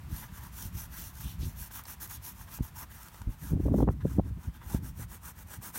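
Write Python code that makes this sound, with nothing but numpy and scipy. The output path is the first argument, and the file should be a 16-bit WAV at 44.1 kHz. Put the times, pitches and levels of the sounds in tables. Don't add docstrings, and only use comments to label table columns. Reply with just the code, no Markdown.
import sys
import numpy as np
from scipy import signal
from scipy.fft import rfft, irfft, next_fast_len
from scipy.io import wavfile
from scipy.ndimage import uniform_filter1d, map_coordinates

SR = 44100
rng = np.random.default_rng(int(sys.argv[2]) if len(sys.argv) > 2 else 0)


def to_wav(sig):
    pcm = np.clip(np.atleast_2d(sig), -1, 1) * 32767
    pcm = np.round(pcm).astype(np.int16)
    wavfile.write(sys.argv[1], SR, pcm.T)


N = 254898
T = np.arange(N) / SR

# (start t/s, end t/s, hiss level/dB, fastest point 0-1 of the stroke)
BRUSH_STROKES = [(0.084, 0.29, -48.5, 0.45), (0.283, 0.415, -53.5, 0.7), (0.392, 0.504, -53.5, 0.48),
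                 (0.511, 0.71, -46, .48), (0.718, 0.876, -45.5, 0.54), (0.895, 1.132, -46, 0.45),
                 (1.114, 1.372, -49.5, 0.53), (1.377, 1.553, -52, 0.44), (1.546, 1.693, -45.5, 0.54),
                 (1.702, 1.822, -43.5, 0.53), (1.836, 1.955, -45, 0.63), (1.998, 2.08, -44.5, 0.36),
                 (2.057, 2.181, -45, 0.63), (2.214, 2.339, -46, 0.45), (2.322, 2.46, -53.5, 0.62),
                 (2.425, 2.589, -46, .77), (2.619, 2.706, -49.5, 0.38), (2.738, 2.856, -46, 0.52),
                 (2.891, 3.015, -52.5, .42), (2.96, 3.123, -54.5, 0.5), (3.115, 3.28, -58, 0.2),
                 (3.287, 3.37, -59, 0.44), (3.36, 3.555, -51.5, .56), (3.591, 3.73, -60.5, 0.32),
                 (3.703, 3.85, -55, .62), (3.9, 3.944, -60.5, 0.4), (3.992, 4.196, -58, .62),
                 (4.218, 4.31, -65, .66), (4.365, 4.51, -59.5, .61), (4.516, 4.587, -61.5, 0.62),
                 (4.55, 4.797, -48, 0.77), (4.813, 4.922, -51.5, 0.58), (4.905, 5.057, -49, .76),
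                 (5.078, 5.19, -51, 0.48), (5.199, 5.327, -46.5, .64), (5.338, 5.443, -52.5, 0.66),
                 (5.452, 5.584, -48.5, 0.61), (5.606, 5.721, -45.5, 0.45), (5.703, 5.82, -37.5, .72)]
# (t/s, level/dB, half length/s)
TUFT_BITES = [(0.236, -49.5, .01), (0.292, -58, .005), (1.712, -54, .005), (1.784, -48.5, 0.021),
              (1.897, -57.5, .012), (1.944, -54, .005), (2.055, -58, .016), (2.115, -52, 0.01),
              (2.3, -56, .026), (2.485, -54, 0.0096), (2.529, -51.5, 0.013), (2.828, -55.5, 0.015),
              (2.923, -53, .005), (4.016, -56, 0.0079), (4.622, -56.5, 0.017), (5.034, -53.5, .009)]
# (t/s, level/dB)
RASP_BALANCE = [(0, -56.5), (1.0, -56.5), (1.4, -63.5), (1.85, -58.5), (2.2, -60.5), (3.0, -57.5),
                (4.2, -58.5), (4.7, -53.5), (4.9, -60.5), (5.78, -56)]
# (t/s, level/dB)
CLOTH_SLACK = [(0, 4), (1.1, -9), (1.8, -9.5), (3, -3), (4.5, 6.5), (5.78, -3.5)]
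# (f/Hz, level/dB per Hz)
HISS_FIRST_GRIP = [(1500, -32), (2600, -8), (3400, -9), (4900, -9.5), (5700, -1.5), (7700, -6), (10400, -4),
                   (12200, 1), (15800, -1.5)]
# (f/Hz, level/dB per Hz)
HISS_SECOND_GRIP = [(1500, 2), (2600, -7), (3400, -11), (4900, -11.5), (5700, -2.5), (7400, -4), (9400, 1),
                    (10400, -5.5), (12200, -0.5), (15800, -1.5)]
# (from t/s, to t/s)
GRIP_SPAN = [2.2, 6.9]
# (f/Hz, level/dB per Hz)
RASP_COLOUR = [(300, -3), (470, -13.5), (560, -10.5), (760, -4), (900, 3.5), (1050, 3.5), (1150, -2),
               (1320, 3), (1480, -1.5), (1600, 0.5), (2000, -3), (2350, -12), (3300, -11), (6000, -25)]
# (f/Hz, width/Hz, level/dB)
CLOTH_MODES = [(81, 15, 1), (174.3, 12, -4), (224, 19, -8), (326, 27, -12.5)]
# (t/s, peak level/dB, brightness/dB per octave)
BRUSH_TICKS = [(1.837, -39, 12), (1.854, -37, 2), (1.867, -43.5, -10), (2.075, -36, 17), (2.587, -41, -6),
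               (3.031, -39, 8), (3.084, -40.5, 2.5), (3.144, -40.5, -1.5), (3.217, -35.5, -1)]
# (f/Hz, level/dB per Hz)
TICK_COLOUR = [(100, -22), (1000, 8.5), (2000, -7), (5000, -5), (15000, -15), (20000, -48)]
# (t/s, level/dB, half length/s, centre f/Hz, width/octaves)
SLEEVE_SWISHES = [(1.284, -56, 0.044, 3270, 0.33), (1.434, -53, 0.02, 3660, 0.58),
                  (1.856, -53.5, 0.0031, 4760, 0.2), (2.157, -63, 0.025, 3600, 0.38)]
# (t/s, level/dB)
BREEZE = [(0.0, -41.5), (0.45, -45.5), (0.75, -43), (1.1, -44), (1.9, -50), (2.7, -49.5), (3.12, -54),
          (3.42, -52), (3.56, -31.5), (3.82, -23), (3.99, -35.5), (4.28, -32.5), (4.43, -47), (4.58, -50.5),
          (4.8, -36), (5.2, -51), (5.78, -54)]
# (t/s, level/dB, half length/s)
BREEZE_PUFFS = [(0.32, -37, .014), (0.673, -37.5, 0.017), (1.248, -35.5, 0.031), (1.45, -34.5, .065),
                (1.611, -37.5, .01), (2.16, -44, 0.038), (2.778, -41.5, 0.0093), (3.22, -36, 0.0069),
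                (3.302, -39.5, .015), (3.454, -31, 0.023), (3.528, -23, 0.016), (3.732, -24, .03),
                (4.121, -35, 0.0054), (4.386, -32, 0.011), (4.479, -33, 0.017), (4.662, -37.5, 0.017),
                (4.824, -34, 0.052), (4.998, -34.5, 0.029), (5.11, -45, 0.032), (5.256, -49, 0.014),
                (5.442, -40.5, 0.026), (5.592, -42, 0.017)]
# (t/s, peak level/dB, spectral scale f/Hz, raggedness 0-1)
MIC_EDDIES = [(0.129, -26, 78, 0.13), (0.655, -31.5, 89, 0.15), (0.754, -26.5, 75, 0.3),
              (1.435, -22, 90.5, 0.33), (2.608, -19, 150.5, .05), (3.273, -19.5, 67, 0.14),
              (3.536, -12, 111, .17), (3.602, -21.5, 151, 0.64), (3.662, -16.5, 154, 0.65),
              (3.684, -25.5, 260, 0.7), (3.722, -28.5, 190, .5), (3.743, -16.5, 305, 0.4),
              (3.786, -22.5, 310, 0.6), (3.806, -15.5, 310, 1), (3.828, -14.5, 267, 0.46),
              (3.879, -16, 330, .8), (3.888, -17, 494, 0.45), (3.903, -28, 298, .9), (4.055, -14, 195, .44),
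              (4.186, -13, 202, 0.22), (4.196, -14.5, 297, 0.49), (4.748, -17.5, 183, 0.18),
              (4.854, -30.5, 130, .2), (4.996, -36, 120, 0.2)]
# (f/Hz, level/dB per Hz)
RUMBLE_COLOUR = [(25, -35), (40, -3), (60, 5), (120, -2.5), (180, -6.5), (260, -26), (400, -46), (800, -85)]
# (f/Hz, level/dB per Hz)
TURBULENCE_COLOUR = [(60, -13), (150, 8.5), (270, 9.5), (420, -7.5), (650, -17), (1100, -28), (2200, -72)]
# (f/Hz, level/dB per Hz)
AIR_COLOUR = [(25, 2), (60, -1), (200, -10.5), (450, -26), (950, -17.5), (2000, -23.5), (4500, -32),
              (8000, -33.5), (15800, -31.5)]
# (t/s, level/dB)
AIR_STRENGTH = [(0, -51.5), (3.1, -53.5), (3.9, -58.5), (4.4, -57), (5.78, -55.5)]

USUAL_STROKE_S, USUAL_HISS_DB = 0.13, -51
BRIGHT_DB, BRIGHT_DB_PER_HALVING, BRIGHT_PER_DB = 0.1, 2, 0.23
RASP_PER_DB = 0.44
HISS_SPEED_LAW, RASP_SPEED_LAW = 2.21, 1.72
WAKE_DB, WAKE_RISE_S, WAKE_FALL_S = -15, 0.02, 0.023
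EDDY_S, EDDY_SHRINK = 0.0061, 0.75
BURST_TAIL = 1.15
TOP_HZ = 15900


def brush():
    hiss_power, rasp_power, tilt_db = stroke_motion()
    pressure_db = 1.05 * wobble(45) + 1.0 * wobble(130)
    hiss = bristle_hiss(hiss_power, tilt_db, pressure_db)
    rasp = cloth_rasp(rasp_power, pressure_db)
    return hiss + rasp + cloth_drum(rasp_power)


def stroke_motion():
    hiss_power, rasp_power, tilt_db = np.zeros(N), np.zeros(N), np.zeros(N)
    for start, end, hiss_db, fastest in BRUSH_STROKES:
        on = (T > start) & (T < end)
        progress = (T[on] - start) / (end - start)
        bend = np.log(.5) / np.log(np.clip(fastest, .1, .9))
        speed = np.abs(np.sin(np.pi * progress ** bend))
        effort_db = hiss_db - USUAL_HISS_DB
        bright_db = BRIGHT_DB + BRIGHT_PER_DB * effort_db
        bright_db += BRIGHT_DB_PER_HALVING * np.log2(USUAL_STROKE_S / (end - start))
        hiss_power[on] += amp(hiss_db) ** 2 * speed ** HISS_SPEED_LAW
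        rasp_power[on] += amp(RASP_PER_DB * effort_db) ** 2 * speed ** RASP_SPEED_LAW
        tilt_db[on] += bright_db * speed
    rasp_power *= amp(curve(RASP_BALANCE)) ** 2
    return hiss_power, rasp_power, tilt_db


def bristle_hiss(power, tilt_db, pressure_db):
    flicks = shifting(bristles(rate=9000, spread_db=3.5, share=0.59), depth_db=1.64)
    grip = np.interp(T, GRIP_SPAN, [0, 1])
    hiss = (1 - grip) * coloured(flicks, HISS_FIRST_GRIP) + grip * coloured(flicks, HISS_SECOND_GRIP)
    top = filtered(hiss, lambda hz: 1 / (1 + (9500 / (hz + 1)) ** 6))
    tilted = top + (hiss - top) * amp(-tilt_db)
    return tilted * np.sqrt(power) * amp(pressure_db + 0.51 * tilt_db + 2.0)


def cloth_rasp(stroke_power, pressure_db):
    bite_power = sum(amp(db) ** 2 * np.exp(-((T - s) / length) ** 2) for s, db, length in TUFT_BITES)
    rasp = coloured(shifting(bristles(rate=900, spread_db=1.0, share=0.35), depth_db=3.0), RASP_COLOUR)
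    return rasp * np.sqrt(stroke_power + bite_power) * amp(pressure_db + 0.85 * wobble(70) + 1.38)


def cloth_drum(stroke_power):
    def response(f):
        modes = sum(amp(db) * 1j * f * width / (centre * centre - f * f + 1j * f * width)
                    for centre, width, db in CLOTH_MODES)
        return modes / (1 + (f / 350) ** 4)

    return np.sqrt(stroke_power) * unit(filtered(noise(), response)) * amp(curve(CLOTH_SLACK))


def bristles(rate, spread_db, share):
    flicks = (rng.random(N) < rate / SR) * noise()
    flicks = flicks * amp(spread_db * np.clip(noise(), -2, 2))
    share = np.clip(share, 0, 1)
    return np.sqrt(share) * unit(flicks) + np.sqrt(1 - share) * noise()


def shifting(x, depth_db):
    spectrum = signal.stft(x, nperseg=512)[2]
    field = uniform_filter1d(rng.standard_normal(spectrum.shape), size=5, axis=0)
    field = unit(uniform_filter1d(field, size=12, axis=1))
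    return unit(signal.istft(spectrum * amp(depth_db * field), nperseg=512)[1][:N])


def ticks():
    out, t = np.zeros(N + SR), np.arange(SR // 20) / SR
    envelope = amp(-60 * t / 0.013) * (1 - np.exp(-t / 0.00072))
    for s, db, bright_db in BRUSH_TICKS:
        colour = [(hz, level + bright_db * np.log2(hz / 2000)) for hz, level in TICK_COLOUR]
        snap = coloured(noise(), colour)[:len(t)] * envelope
        out[round(s * SR):][:len(t)] += amp(db - 1) * snap / np.abs(snap).max()
    return out[:N]


def sleeve():
    out = np.zeros(N)
    for s, db, length, centre_hz, octaves in SLEEVE_SWISHES:
        def band(hz):
            return np.exp(-.5 * (np.log2((hz + 1) / centre_hz) / octaves) ** 2)

        rub = unit(filtered(noise(), band))
        out += amp(db) * rub * np.exp(-.5 * ((T - s) / length) ** 2)
    return out


def near_walls(x, wet_db, t60):
    t = np.arange(SR // 16) / SR
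    tail = rng.standard_normal(len(t)) * amp(-60 * t / t60) * (t > .001)
    return x + amp(wet_db) * signal.fftconvolve(x, tail / np.linalg.norm(tail))[:N]


def wind():
    power = amp(curve(BREEZE)) ** 2
    for s, db, length in BREEZE_PUFFS:
        power += amp(db) ** 2 * np.exp(-((T - s) / length) ** 2)
    for s, db, *_ in MIC_EDDIES:
        wake_length = np.where(T < s, WAKE_RISE_S, WAKE_FALL_S)
        power += amp(db + WAKE_DB) ** 2 * np.exp(-((T - s) / wake_length) ** 2)
    level_db = 10 * np.log10(power) + 1.36 * wobble(35)
    rumble = amp(level_db - 3) * coloured(noise(), RUMBLE_COLOUR)
    finer_db = np.minimum(0.78 * (level_db + 21.5), 0)
    turbulence_db = level_db + finer_db - 8 + 4.2 * wobble(80)
    return rumble + amp(turbulence_db) * coloured(noise(), TURBULENCE_COLOUR)


def eddies():
    out = np.zeros(N)
    for s, db, scale_hz, raggedness in MIC_EDDIES:
        fineness = scale_hz / 100
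        length = EDDY_S / fineness ** EDDY_SHRINK * np.where(T < s, 1, BURST_TAIL)
        u = (T - s) * scale_hz * 2 * np.pi
        push = -u / (1 + (u / 2) ** 2) ** 2
        ragged = unit(filtered(noise(), lambda hz: np.exp(-hz / scale_hz) * hz / (hz + 250)))
        eddy = push + raggedness * ragged * np.exp(-.5 * ((T - s) / length) ** 2)
        out += amp(db) * eddy / np.abs(eddy).max()
    return out


def open_air():
    return amp(curve(AIR_STRENGTH)) * coloured(noise(), AIR_COLOUR)


def amp(db):
    return 10 ** (np.asarray(db) / 20)


def unit(x):
    return x / np.sqrt(np.mean(x ** 2) + 1e-20)


def curve(rows):
    return np.interp(T, *np.transpose(rows))


def wobble(rate):
    return map_coordinates(rng.standard_normal(int(N * rate / SR) + 4), [T * rate])


def filtered(x, response):
    m = next_fast_len(N + SR // 2)
    return irfft(rfft(x, m) * response(np.fft.rfftfreq(m, 1 / SR)), m)[:N]


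def coloured(x, points):
    f, db = np.transpose(points)
    return unit(filtered(x, lambda hz: amp(np.interp(np.log(hz + 1), np.log(f), db))))


def noise():
    return rng.standard_normal(N)


def scene():
    air = open_air()
    painting = near_walls(brush() + ticks() + sleeve(), wet_db=-11, t60=0.047)
    return (painting + wind() + eddies() + air)[None]


def record(dry):
    thinned = signal.sosfilt(signal.butter(4, 37, "highpass", fs=SR, output="sos"), dry[0])
    return filtered(thinned, lambda hz: hz < TOP_HZ)[None]


dry = scene()
out = record(dry)
to_wav(out)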